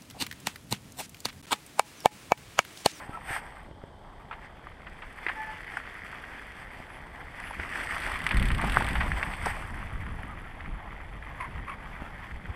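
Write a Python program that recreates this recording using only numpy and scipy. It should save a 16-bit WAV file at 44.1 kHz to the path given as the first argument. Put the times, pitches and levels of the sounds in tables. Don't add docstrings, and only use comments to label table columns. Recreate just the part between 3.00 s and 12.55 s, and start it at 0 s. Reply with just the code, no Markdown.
import sys
import numpy as np
from scipy import signal
from scipy.io import wavfile
from scipy.ndimage import uniform_filter1d

SR = 44100
rng = np.random.default_rng(int(sys.argv[2]) if len(sys.argv) > 2 else 0)


def to_wav(s):
    ch = np.atleast_2d(s).T
    pcm = np.round(np.clip(ch, -1, 1) * 32767)
    wavfile.write(sys.argv[1], SR, pcm.astype(np.int16))


def volts_from_decibels(level):
    exponent = np.asarray(level, float) / 20
    return 10 ** exponent


N = 421243

# (frequency [Hz], level [dB per Hz])
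LEAF_COLOUR = [(150, -46.5), (250, -4), (366, -10), (544, -12.5), (870, -9.5), (1280, -6), (1600, 0.5),
               (1900, 1), (2500, -7), (3450, -15), (4170, -25), (5130, -23), (6880, -32.5), (8470, -23),
               (13000, -39), (15500, -52)]


def evened(x):
    return x / np.sqrt(np.mean(x ** 2) + 1e-20)


def curve(rows, t):
    s, *columns = np.transpose(rows)
    return [np.interp(t, s, column) for column in columns]


def coloured(x, points):
    f, db = np.transpose(points)
    hz = abs(np.fft.fftfreq(8192, 1 / SR))
    gain_db = np.interp(np.log(hz + 1), np.log(f), db)
    log_gain = np.log(volts_from_decibels(np.maximum(gain_db, -100)))
    taps = np.fft.ifft(np.exp(np.conj(signal.hilbert(log_gain)))).real[:4096]
    return signal.oaconvolve(x, taps)[:len(x)]


def band(x, lo_hz, hi_hz):
    sos = signal.butter(2, [lo_hz, hi_hz], "bandpass", fs=SR, output="sos")
    return signal.sosfilt(sos, x)


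def drift(seconds):
    span = max(int(seconds * SR), 2)
    smooth = uniform_filter1d(rng.standard_normal(N), span)
    return evened(uniform_filter1d(smooth, span))


def burst(t60, size=4096):
    t = np.arange(size) / SR
    return rng.standard_normal(size) * volts_from_decibels(-60 * t / t60) * (1 - np.exp(-t / 0.00075))


def add(mix, s, sound):
    part = mix[round(s * SR):][:len(sound)]
    part += sound[:len(part)]


def wood_air():
    # (frequency [Hz], level [dB per Hz])
    hush = [(59, -19), (100, -2.5), (447, -5.5), (879, -4.5), (1230, -16.5), (1590, -15), (2370, -48),
            (3120, -15.5), (4460, -31), (6950, -39), (8410, -34), (14200, -56), (15500, -58)]
    return volts_from_decibels(-53.5) * evened(coloured(rng.standard_normal(N), hush))


def wind():
    # (time [s], level [dB])
    breeze = [(0.0, -50), (1.2, -52), (3.0, -53.5), (4.4, -48), (5.28, -41.5), (5.36, -22.5), (5.5, -26.5),
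              (5.62, -32), (6.12, -32), (6.22, -40), (6.8, -38.5), (7.2, -39), (7.3, -43.5), (8.3, -44.5),
              (9.55, -45)]
    # (time [s], half length [s], lift [dB])
    gusts = [(0.09, .04, -8), (1.903, 0.065, 7.5), (2.077, 0.053, 6), (4.61, 0.044, 9.5), (4.9, .1, -1),
             (5.416, 0.045, 6), (0.344, .2, -2), (3.8, 0.17, -1), (5.537, 0.032, 9.5), (5.977, 0.03, 4),
             (6.136, 0.026, 4), (6.757, .06, 1), (6.986, 0.086, 5), (7.737, 0.062, 11.5), (8.168, 0.032, 5),
             (8.585, 0.097, 12), (9.346, .04, 12), (9.499, .03, 16.5)]
    t = np.arange(N) / SR
    lift_db = sum(db * np.maximum(1 - abs(t - s) / half, 0) for s, half, db in gusts)
    deep = evened(band(rng.standard_normal(N), 17.0, 71.0))
    flutter = evened(band(rng.standard_normal(N), 73.5, 217.3) * volts_from_decibels(3.8 * drift(0.029)))
    flutter_db = -7 - lift_db
    return volts_from_decibels(curve(breeze, t)[0] + lift_db) * (deep + volts_from_decibels(flutter_db) * flutter)


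def bump(db, hz):
    t = np.arange(4096) / SR
    push = np.sin(2 * np.pi * hz * t) * volts_from_decibels(-60 * t / 0.019)
    click = band(burst(0.0078), 266, 790)
    return volts_from_decibels(db) * (push + 0.45 * click / abs(click).max())


def finger_bumps():
    # (time [s], peak level [dB], pitch [Hz])
    touches = [(0.093, -24, 110), (0.306, -23.5, 102), (0.688, -38, 290), (0.711, -30.5, 91.5),
               (0.837, -27.5, 114), (2.265, -30, 390), (3.801, -31.5, 182), (4.595, -24, 92),
               (5.637, -15, 96.9), (5.822, -22.5, 306), (6.063, -22, 276), (6.466, -22, 428),
               (9.02, -25.5, 224)]
    out = np.zeros(N)
    for s, db, hz in touches:
        add(out, s, bump(db, hz))
    return out


def squeak(length, top_hz, db, rise, second_db, chatter, sag, ends_db):
    t = np.arange(0, length, 1 / SR)
    slack = np.interp(t, [0, min(rise, length), length], [1, 0, 1])
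    wobble, judder = (evened(uniform_filter1d(rng.standard_normal(len(t)), size=n)) for n in (60, 250))
    pitch_hz = top_hz * (1 - sag * slack + 0.07 * chatter * (wobble + judder))
    turn = 2 * np.pi * np.cumsum(pitch_hz) / SR
    scrape = 0.65 * evened(band(rng.standard_normal(len(t)), 800, 2500))
    thin = band(band(rng.standard_normal(len(t)), 8500, 10800), 8500, 10800)
    hiss = volts_from_decibels(-24.0 - 9.0 * slack) * evened(thin)
    tone = np.sqrt(2) * (np.sin(turn) + volts_from_decibels(second_db) * np.sin(2 * turn)) + chatter * scrape
    tone = band(band(tone, 500, 3000), 450, 3300) + chatter * hiss
    swell = volts_from_decibels(db + ends_db * slack + 3.0 * chatter * judder)
    return swell * tone * signal.windows.tukey(len(t), .3)


def brakes():
    # (time [s], length [s], top pitch [Hz], peak level [dB], time to the peak [s])
    chirps = [
        (.115, 0.075, 1340, -37, .037),
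        (.565, .045, 1550, -51, .025),
    ]
    whines = [
        (7.268, 0.084, 1286, -47, .035),
        (7.42, .07, 1430, -50, .032),
        (9.03, .06, 1420, -50, 0.041),
    ]
    toots = [
        (2.345, .135, 872, -35.5, .06),
        (2.435, 0.11, 870, -39, 0.064),
        (2.52, .08, 865, -48, .025),
    ]
    grabs = [
        (8.395, 0.099, 1030, -35, 0.012),
        (8.66, 0.1, 1097, -37.5, .035),
    ]
    # (second partial [dB], chatter [0-1], pitch sag at the ends [0-1], level of the ends [dB])
    chirp = (-32, .1, .05, -16)
    whine = (-30, .03, .12, -3)
    toot = (-3, .03, 0.002, -14)
    grab = (-5, .9, .03, -14)
    out = np.zeros(N)
    for rows, way in ((chirps, chirp), (whines, whine), (toots, toot), (grabs, grab)):
        for s, *row in rows:
            add(out, s, squeak(*row, *way))
    return out


def knock(db, hz, crisp_db, share):
    t = np.arange(4096) / SR
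    blow = np.sin(2 * np.pi * hz * t) * np.exp(-t * hz * 1.7) * (t * hz) ** 2.63
    rattle = burst(0.031 + 0.016 * abs(share))
    rattle = band(rattle, 0.5 * hz, 1.52 * hz)
    body = band(blow / abs(blow).max() + share * rattle / abs(rattle).max(), 480, 2970)
    body = band(body, 370, 4260)
    snap = burst(0.028)
    crisp = band(band(snap, 7850, 9800), 7100, 20000)
    crisp += 0.55 * band(band(snap, 3000, 6300), 2800, 6400)
    return volts_from_decibels(db) * (body / abs(body).max() + volts_from_decibels(crisp_db - 5.5) * crisp / abs(crisp).max())


def knocks_and_crunches():
    # (time [s], peak level [dB], ring pitch [Hz], crisp part [dB])
    knocks = [(0.172, -29.5, 910, -40), (0.363, -25, 1020, -30), (2.265, -15, 1870, -45),
              (2.284, -20, 1920, -42), (2.293, -20, 1640, -46), (2.315, -28, 1780, -30),
              (2.77, -17.5, 1480, -20), (3.127, -28.5, 1560, -38.5), (3.238, -29, 1610, -40),
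              (4.399, -39.5, 1780, 1), (4.508, -27, 880, -14), (4.632, -24, 1970, -38),
              (4.756, -22, 1680, -17), (5.064, -19.5, 1770, -12), (5.243, -32, 1630, -30),
              (5.265, -12, 2070, -15), (5.641, -20.5, 875, -31), (5.807, -19, 920, -22),
              (5.821, -22, 1640, -31), (6.336, -24, 2180, -28), (6.458, -19.5, 1000, -3.5),
              (6.466, -19, 810, -19), (7.065, -29.5, 1860, -35.5), (7.232, -30, 1780, -19),
              (7.606, -31, 1950, -35), (7.659, -31, 1940, -32.5), (8.225, -31.5, 1780, -34),
              (8.579, -32, 1920, -37), (9.456, -31.5, 1810, -32)]
    # (time [s], peak level [dB], ring pitch [Hz], rattle share [ratio])
    crunches = [(1.311, -27, 1300, 0.84), (1.325, -30.5, 1570, 4.2), (1.669, -30, 1210, 0.94),
                (1.867, -33, 1630, 3), (2.019, -32, 1510, 6.3), (2.297, -21.5, 1570, 0.93),
                (4.469, -31, 1840, 3.3), (4.598, -22.5, 1750, 0.72), (5.309, -18, 2000, 1.3),
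                (5.503, -18, 1720, 1), (5.954, -18.5, 1790, 1.9), (6.005, -15, 1560, 5.4),
                (6.117, -15.5, 1720, 0.76), (6.228, -14, 1960, 0.6)]
    out = np.zeros(N)
    for s, db, hz, crisp_db in knocks:
        add(out, s, knock(db, hz, crisp_db, share=0.65))
    for s, db, hz, share in crunches:
        crisp_db = -32 + 0.95 * (db + 24)
        add(out, s, knock(db, hz, crisp_db, share))
    return out


def snap_swing(db, hz):
    cycles = (np.arange(200) / SR - .002) * hz
    return volts_from_decibels(db) * np.cos(2 * np.pi * cycles - .35) * np.exp(-.5 * (cycles / .45) ** 2)


def breaking_stick():
    # (time [s], peak level [dB], pitch [Hz])
    swings = [
        (5.7645, -16, 1600),
        (5.7712, -2.3, 1250),
        (5.7738, -14, 1400),
    ]
    out = np.zeros(N)
    for s, db, hz in swings:
        add(out, s - .002, snap_swing(db, hz))
    return out


def spray(length, db, crisp_db, crisp_hz):
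    noise = rng.standard_normal((3, SR // 4))[:, :round(length * SR)]
    body = evened(band(coloured(noise[0], LEAF_COLOUR), 700, 8900))
    body += .45 * evened(band(noise[2], 680, 900))
    crisp = band(noise[1], 0.955 * crisp_hz, 1.07 * crisp_hz) + 0.19 * band(noise[1], 12100, 13500)
    late = np.linspace(0, 1, noise.shape[1]) ** 1.77
    swell = np.sin(np.pi * late) ** 2
    return volts_from_decibels(db) * (body + volts_from_decibels(crisp_db) * evened(band(crisp, 7000, 14500))) * swell


def leaf_sprays():
    # (time [s], length [s], level [dB], crisp part [dB], crisp pitch [Hz])
    throws = [
        (.17, 0.27, -34, -12, 8500),
        (1.37, .12, -50.5, -28, 8500),
        (3.5, 0.16, -49, -17, 8500),
        (2.62, 0.21, -45.5, -20, 8500),
        (3.8, 0.22, -53, -16, 10400),
        (4.33, 0.23, -51.5, -8.5, 10200),
        (5.66, 0.17, -37, -15, 8500),
        (6.36, 0.19, -37, -14, 8450),
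    ]
    out = np.zeros(N)
    for s, *row in throws:
        add(out, s, spray(*row))
    return out


def freewheel():
    # (time [s], rate [pawl drops per s])
    coast = [(4.96, 45.713), (5.023, 56.328), (5.21, 34.9), (5.212, 41.9), (5.597, 29.137), (5.779, 51.054),
             (5.939, 43.588), (6.106, 29.291), (6.3, 56), (6.6, 58), (6.78, 40), (7.1, 56), (7.32, 29),
             (7.5, 58), (7.85, 29), (8.05, 58), (9.55, 64)]
    # (time [s], peak level [dB])
    ticking = [(4.96, -37.5), (5.15, -38), (5.3, -31), (5.62, -34), (5.8, -31.5), (6.2, -52), (6.45, -53),
               (6.9, -52), (7.5, -55.5), (7.85, -61), (8.1, -59), (9.55, -65)]
    # (frequency [Hz], level [dB])
    near_colour = [(200, -57), (900, -4), (1900, 8.5), (3500, 4), (6800, -26.5), (8400, -1), (10500, -14.5),
                   (13000, -21), (15500, -33)]
    # (frequency [Hz], level [dB])
    far_colour = [(600, -50), (2200, -12), (3500, -22), (7000, -28), (8400, 2), (9300, -3), (10500, 3),
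                  (11800, -22), (15500, -36)]
    far_from_s, spread_db, far_jitter_s = 6.4, 2.5, .002
    t = np.arange(coast[0][0], coast[-1][0], 1 / SR)
    count = np.cumsum(curve(coast, t)[0]) / SR
    times = np.interp(np.arange(1, count[-1]), count, t)
    out, chance = np.zeros(N), rng.standard_normal((len(times), 2))
    for far, colour in enumerate((near_colour, far_colour)):
        drops = np.zeros(N)
        for s, (size, slip) in zip(times, chance):
            if (s > far_from_s) == far:
                db = curve(ticking, s)[0] + size * spread_db
                tick = burst(0.017, size=2048) + 0.24 * burst(0.081, size=2048)
                add(drops, s + far * far_jitter_s * slip, volts_from_decibels(db) * tick)
        strength = np.std(band(coloured(rng.standard_normal(SR), colour), 6000, 12000))
        out += volts_from_decibels(-5.5) * coloured(drops, colour) / strength
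    return out


def leaf_crush():
    # (low limit [Hz], high limit [Hz], time to fall 60 dB [s], level [dB])
    snap_kinds = [(244, 1610, 0.027, -3.5), (1100, 2360, 0.012, 4), (1970, 6100, 0.0073, -0.5),
                  (3770, 14000, 0.016, 2), (8950, 13400, 0.014, 4.5), (1560, 4500, 0.0061, -0.5)]
    rate = 1300 * volts_from_decibels(4.0 * drift(.02))
    size = volts_from_decibels(3.75 * np.minimum(rng.exponential(1, N), 4)) * (rng.random(N) < rate / SR)
    kind = rng.integers(0, len(snap_kinds), N)
    snaps = np.zeros(N)
    for k, (lo_hz, hi_hz, t60, db) in enumerate(snap_kinds):
        shape = burst(t60)
        one_snap = band(shape, lo_hz, hi_hz) / np.linalg.norm(shape)
        snaps += volts_from_decibels(db) * signal.oaconvolve(size * (kind == k), one_snap)[:N]
    rustle = rng.standard_normal(N) * volts_from_decibels(2.2 * drift(0.073))
    crush = coloured(0.63 * evened(snaps) + 0.68 * rustle, LEAF_COLOUR)
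    return crush / np.std(band(crush, 1130, 3240))


def tyres_in_leaves():
    # (time [s], crush level [dB], crispness [dB], turned away [dB])
    roll = [(0.0, -52, 4.5, 19), (0.55, -52.5, 5.5, 18.5), (0.72, -65.5, 4, 21), (1.2, -62.5, 2, 25),
            (1.55, -56.5, -5, 17), (1.9, -54.5, 0.5, 7), (2.25, -47, 0, 10), (2.75, -44.5, -4, 4.5),
            (3.45, -48, -1, 7.5), (4.1, -53, 0.5, 18), (4.5, -45, -3, 5.5), (4.86, -37, 4, 9),
            (5.42, -39, -5, 9), (5.78, -36.5, -1, 13), (6.42, -42, 5.5, 13), (6.85, -47.5, -2, 13.5),
            (7.7, -50.5, -11.5, 16.5), (9.55, -51, -3, 12.5)]
    # (centre [Hz], width [octaves], gain [dB per dB of crispness], gain [dB per dB of turning away])
    openings = [(785, 0.39, 0, 0.9683), (8500, 0.096, 1.85, 0), (12700, 0.081, 0.3, 0),
                (4930, 0.31, 0.55, -0.1539), (10200, 0.11, 0.2, -0.06), (14400, 0.14, .3, 0.45)]
    hz, t, z = signal.stft(leaf_crush(), SR, nperseg=256, noverlap=192)
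    level_db, crisp_db, away_db = curve(roll, t)
    patches = uniform_filter1d(uniform_filter1d(rng.standard_normal(z.shape), 3, 0), 40, 1)
    field_db = level_db[None] + 1.0 + 1.9 * evened(patches) / (1 + hz[:, None] / 5000)
    for centre_hz, octaves, per_crisp, per_away in openings:
        shape = np.exp(-.5 * (np.log2((hz + 1) / centre_hz) / octaves) ** 2)
        field_db += shape[:, None] * (per_crisp * crisp_db + per_away * (away_db + 0.5))
    return signal.istft(z * volts_from_decibels(field_db), SR, nperseg=256, noverlap=192)[1][:N]


def scene():
    around = wood_air() + wind() + finger_bumps()
    struck = brakes() + knocks_and_crunches() + breaking_stick()
    rolling = leaf_sprays() + freewheel() + tyres_in_leaves()
    return (around + struck + rolling)[None]


def band_limit(x):
    return signal.sosfilt(signal.butter(12, 15700, fs=SR, output="sos"), x)


def record(dry):
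    # (centre [Hz], width [Hz], gain [dB])
    case = [(3950, 200, -4), (4700, 350, 3), (9200, 350, -2), (10400, 500, 3), (12700, 450, 4),
            (14700, 500, 4)]
    hz = np.linspace(0, SR / 2, 1025)
    ring_db = sum(db * np.exp(-.5 * ((hz - f) / width) ** 2) for f, width, db in case)
    gain = volts_from_decibels(ring_db) * (hz < 15420)
    taps = signal.firwin2(1023, hz, gain, fs=SR, window=("kaiser", 9))
    return band_limit(signal.oaconvolve(dry, taps[None], "same"))


dry = scene()
out = record(dry)
to_wav(out)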